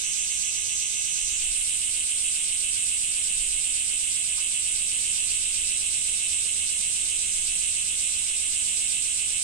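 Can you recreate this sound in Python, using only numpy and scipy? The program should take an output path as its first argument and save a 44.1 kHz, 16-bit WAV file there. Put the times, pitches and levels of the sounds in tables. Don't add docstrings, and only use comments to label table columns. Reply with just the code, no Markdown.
import sys
import numpy as np
from scipy import signal
from scipy.fft import rfft, irfft, next_fast_len
from scipy.io import wavfile
from scipy.ndimage import map_coordinates

SR = 44100
rng = np.random.default_rng(int(sys.argv[2]) if len(sys.argv) > 2 else 0)


def bounce(signal):
    frames = np.transpose(np.atleast_2d(signal))
    limited = np.clip(frames, -1, 1)
    pcm = np.round(limited * 32767).astype(np.int16)
    wavfile.write(sys.argv[1], SR, pcm)


N = 415863


# frequency_hz, gain_db
WHINE_BODY = [(1000, -60), (4500, -42), (5680, -13.5), (5850, -4), (6020, -21), (6220, -8), (6390, 2),
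              (6560, -0.5), (6720, -20), (8000, -7), (9600, -24), (9930, -11), (10200, -31), (15000, -66)]
SHRILL_BODY = [(1000, -70), (4500, -42), (6800, -18.5), (7500, -7), (7900, -1), (8750, -1.5), (9250, -6.5),
               (10000, -15.5), (10800, -26.5), (11300, -33.5), (12500, -37), (15500, -52)]

def near_cicada(switch_s=1.365, whine_db=-31, shrill_db=-28.5):
    t = seconds()
    opened = rise(switch_s, 0.032)
    age_s = np.maximum(t - switch_s, 0)
    slide = .25 * (1 - rise(1.405, .05))
    overshoot = .04 * np.exp(-age_s / 1.1)
    pitch_ratio = 1 - slide + overshoot - .0012 * age_s
    rate_hz = 528 + 2.4 * t + 1.56 * wobble(30.15)
    rough = tymbal(rate_hz, jitter_ms=0.042, spread_db=2)
    steady = tymbal(483 + .5 * wobble(1.5), jitter_ms=0.059, spread_db=1.2, limp=0.18)
    whine = radiate(rough, WHINE_BODY, right_db=7.5, lag=-15.5, scatter_db=-4, t60_s=0.19)
    whine = amp(whine_db - 0.3 * t) * whine + whine_tones(rate_hz)
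    shrill = radiate(steady, SHRILL_BODY, right_db=6, lag=-16.5, scatter_db=9, t60_s=.25)
    shrill = amp(shrill_db - 0.08 * age_s) * glide(shrill, pitch_ratio)
    return np.sqrt(1 - opened) * whine + np.sqrt(opened) * shrill


# start_level_db, slope_db_per_s
WHINE_HARMONICS = [(-49.5, 3.5), (-41, -7)]

def whine_tones(rate_hz):
    turns = np.cumsum(rate_hz) / SR
    tones = 0
    for harmonic, (db, db_per_s) in zip((11, 12), WHINE_HARMONICS):
        flutter_db = 4.5 * np.array([wobble(71), wobble(70)])
        tones += amp(db + db_per_s * seconds() + flutter_db) * np.sin(2 * np.pi * harmonic * turns)
    return tones * amp([[-3], [3]])


# frequency_hz, gain_db
SLACK_BODY = [(500, -60), (1300, -33), (1900, -20), (2150, -10), (2350, -14.5), (2600, -5), (2950, .5),
              (3200, -0.5), (3430, -8.5), (4500, -23.5), (7000, -43), (14000, -67)]
TIGHT_BODY = [(500, -47), (1300, -28), (1720, -16), (1900, -14), (2200, -5), (3000, -2.5), (3600, -3.5),
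              (4100, -1), (4600, -0.5), (4950, 2), (5200, -2.5), (5700, 2), (7200, -6.5), (9500, -11),
              (11700, -14), (15000, -41)]
# start_s, throbs_per_s
THROB_PACE = [(0, 7.804), (.8, 8.196), (1.45, 7.455), (3.09, 8.14), (3.81, 7.854), (5.08, 7.355),
              (5.35, 7.918), (6.86, 7.582), (8.71, 7.848)]

def throbbing_cicada(rattle_db=-40, buzz_db=-38.5, first_tight_s=0.02213):
    start_s, pace = np.transpose(THROB_PACE)
    row = np.searchsorted(start_s, seconds(), side="right") - 1
    throbs = np.cumsum(pace[row]) / SR
    phase = 2 * np.pi * (throbs - first_tight_s * pace[0])
    slack = (1 - np.cos(phase)) / 2
    choked = (1 + np.cos(phase + 0.403)) / 2
    slow = tymbal(167 + 20 * choked + 3.5 * wobble(5), jitter_ms=.17, spread_db=.5, limp=0.11)
    fast = tymbal(352 + 7 * wobble(12), jitter_ms=0.198, spread_db=2.4)
    slow *= amp(-13 * choked ** 3.2)
    fast *= amp(-13 * slack ** 1.34)
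    rattle = radiate(slow, SLACK_BODY, right_db=3, lag=-17, scatter_db=0, t60_s=0.1)
    buzz = radiate(fast, TIGHT_BODY, right_db=5.5, lag=-17, scatter_db=3, t60_s=0.16)
    push_db = 2 * swell(5.45, 0.5)
    return amp(rattle_db) * rattle + amp(buzz_db + push_db) * buzz


def tymbal(rate_hz, jitter_ms, spread_db, limp=0, half_taps=8):
    turns = np.cumsum(rate_hz) / SR + rng.random()
    count = np.arange(1, int(turns[-1]))
    late, size = rng.standard_normal((2, 16384))[:, count]
    position = np.interp(count, turns, np.arange(N)) + late * jitter_ms * SR / 1000
    strength = amp(spread_db * size) * (1 + limp * (-1) ** count)
    taps = position.astype(int)[:, None] + np.arange(1 - half_taps, half_taps + 1)
    offset = taps - position[:, None]
    clicks = strength[:, None] * np.sinc(offset) * np.cos(np.pi * offset / half_taps / 2) ** 2
    return np.bincount(np.clip(taps, 0, N - 1).ravel(), clicks.ravel(), N)


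def abdomen_ring(body, size=2048):
    gain = amp(along(body, np.fft.rfftfreq(size, 1 / SR)))
    cepstrum = irfft(np.log(gain))
    cepstrum[1:size // 2] *= 2
    cepstrum[size // 2 + 1:] = 0
    return irfft(np.exp(rfft(cepstrum)))


def radiate(clicks, body, right_db, lag, scatter_db, t60_s):
    length = SR // 8
    paths = rng.standard_normal((2, length)) * amp(-60 * np.arange(length) / SR / t60_s)
    paths *= amp(scatter_db) / np.linalg.norm(paths[0])
    direct = SR // 1000
    paths[0, direct + int(np.clip(round(lag), -direct, direct))] += 1
    paths[1, direct] += 1
    paths = signal.fftconvolve(paths, abdomen_ring(body)[None], axes=1)
    paths *= amp([[-right_db / 2], [right_db / 2]]) / np.linalg.norm(paths, axis=1, keepdims=True)
    running = np.pad(clicks, (length, 0), mode="reflect")
    song = signal.oaconvolve(np.float32(running[None]), np.float32(paths), axes=1)
    return unit(song[:, length:length + N])


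# click_rate_hz, relative_level_db, right_louder_db, left_delay_samples
TREE_SINGERS = [(386.5, 2.5, 5.5, -15), (281.3, 2, 8, -18), (222.4, -0.5, 5, 8.5)]
# frequency_hz, gain_db
TREE_BODY = [(800, -70), (2200, -32), (3700, -16), (4500, -24), (5300, -22.5), (6300, -12), (6800, -11),
             (7800, 0), (8600, -0.5), (9300, -8.5), (11200, -31), (12600, -25), (15500, -52)]
# frequency_hz, gain_db
BLUR_SPECTRUM = [(600, -40), (1300, -22.5), (1850, -17.5), (2120, -3.5), (2900, -4.5), (3400, -8.5),
                 (3900, 1.5), (4500, -10.5), (6500, -7), (9000, -5), (15000, -43)]

def chorus(level_db=-29.5):
    voices = 0
    for rate_hz, db, right_db, lag in TREE_SINGERS:
        clicks = tymbal(rate_hz * (1 + .0009 * wobble(2)), jitter_ms=0.033, spread_db=2, limp=0.28)
        voices += amp(db) * radiate(clicks, TREE_BODY, right_db, lag, scatter_db=4.5, t60_s=0.29)
    blur = amp([[-44], [-41.5]]) * stereo_noise(BLUR_SPECTRUM)
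    return amp(level_db + 0.36 * wobble(6.7)) * unit(voices) + blur


# frequency_hz, gain_db
FAR_ABDOMEN = [(800, -70), (2400, -31), (3300, -14), (3650, -3.5), (4100, 0.5), (4600, -17), (5650, 1),
               (6050, -21), (6350, 2), (6700, -7.5), (10000, -30), (15000, -55)]

def far_cicada(joins_s=4.95, soft_db=-48.5, loud_db=-42.5, whine_db=-43):
    song_db = soft_db + (loud_db - soft_db) * rise(joins_s, .12)
    clicks = tymbal(520 + 7 * wobble(8), jitter_ms=0.079, spread_db=3.5)
    song = radiate(clicks, FAR_ABDOMEN, right_db=4, lag=-14, scatter_db=4, t60_s=0.19)
    even = tymbal(526 + 2.8 * wobble(12), jitter_ms=0.023, spread_db=1)
    whine = radiate(even, WHINE_BODY, right_db=4, lag=-14.5, scatter_db=1, t60_s=.2)
    return amp(song_db + 0.97 * wobble(7)) * song + amp(whine_db) * swell(7.3, 0.88) * whine


# centre_hz, width_hz, boost_db
WALL_MODES = [(1553, 31, 9), (1728, 23, 8.5), (2180, 19, 7), (2432, 17, 6.5), (2623, 29, 7.5),
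              (2799, 36, 4.5), (2973, 52, 4.5), (3130, 30, 2.5), (3630, 20, 5), (7180, 30, 7.5),
              (7490, 29, 5.5), (7900, 25, 2), (8140, 28, 3), (8900, 25, 3.5)]

def wall_gain(hz):
    return amp(sum(db / (1 + (2 * (hz - centre) / width) ** 2) for centre, width, db in WALL_MODES))


# start_s, level_db, t60_s
TAP_EVENTS = [(4.378, -45, 0.17)]
# frequency_hz, gain_db
TAP_SPECTRUM = [(300, -25), (700, -12), (880, -2), (1050, 2), (1250, -1), (1420, -4), (1570, 1),
                (1750, -14), (4000, -40)]

def tap():
    t = seconds()
    decay = sum((t > start) * amp(db - 60 * np.abs(t - start) / t60) for start, db, t60 in TAP_EVENTS)
    return decay * stereo_noise(TAP_SPECTRUM)


# centre_s, half_width_s, peak_db
BREEZE_PUFFS = [(1.42, 0.18, -42), (3.42, 0.15, -43), (4.85, 0.22, -55), (5.45, 0.25, -46.5),
                (7.5, 0.2, -46.5)]

def breeze(lull_db=-57.5):
    puff_power = sum((amp(db) * swell(centre, width)) ** 2 for centre, width, db in BREEZE_PUFFS)
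    turbulence = stereo_noise([(10, -4), (30, 0), (55, -18), (100, -27), (300, -72)])
    return np.sqrt(amp(lull_db) ** 2 + puff_power) * turbulence


def distant_rumble(start_db=-52.5, rise_db_per_s=0.1567):
    rumble = stereo_noise([(20, -1.5), (60, 0), (130, -6.5), (250, -10.5), (350, -14.5), (480, -13),
                           (620, -17), (1400, -16.5), (3000, -27), (12000, -50)])
    return amp(start_db + rise_db_per_s * seconds()) * rumble


def far_engine(nearest_s=6.44, peak_db=-57):
    drone = stereo_noise([(55, -26), (80, 4), (105, -24), (330, -24), (420, -17), (520, -19.5),
                          (2000, -57)])
    return amp(peak_db) * swell(nearest_s, 1.55) * drone


# frequency_hz, correlation
COHERENCE = [(60, 0.92), (130, 0.46), (290, 0.46), (640, 0.034), (1400, -0.08)]

def stereo_noise(spectrum):
    def mid_side_gain(hz):
        angle = np.arccos(np.clip(along(COHERENCE, hz), -1, 1)) / 2
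        return amp(along(spectrum, hz)) * [np.cos(angle), np.sin(angle)]
    mid, side = filtered(rng.standard_normal((2, N)), mid_side_gain)
    return unit(np.array([mid + side, mid - side]))


def glide(x, ratio):
    return np.array([map_coordinates(side, [np.cumsum(ratio)], mode="mirror") for side in x])


def filtered(x, response):
    size = next_fast_len(N + SR // 4)
    return irfft(rfft(x, size) * response(np.fft.rfftfreq(size, 1 / SR)), size)[..., :N]


def wobble(knots_per_s):
    knots = rng.standard_normal(1024)
    coarse = np.arange(0, N + 256, 256)
    curve = map_coordinates(knots, [coarse * knots_per_s / SR], mode="mirror")
    return np.interp(np.arange(N), coarse, curve)


def along(points, hz):
    frequencies, values = np.transpose(points)
    return np.interp(np.log(hz + 1), np.log(frequencies + 1), values)


def swell(centre_s, width_s):
    return np.exp(-((seconds() - centre_s) / width_s) ** 2)


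def rise(centre_s, width_s):
    return (1 + np.tanh((seconds() - centre_s) / width_s / 2)) / 2


def seconds():
    return np.arange(N) / SR


def amp(db):
    return 10 ** (np.asarray(db) / 20)


def unit(x):
    return x / np.sqrt(np.mean(x ** 2) + 1e-20)


def scene():
    songs = throbbing_cicada() + near_cicada() + far_cicada() + chorus()
    background = (distant_rumble() + far_engine() + breeze()) * amp([[.7], [-.7]])
    return filtered(songs, wall_gain) + background + tap()


def record(dry):
    return filtered(dry, lambda hz: hz < 15700)


dry = scene()
out = record(dry)
bounce(out)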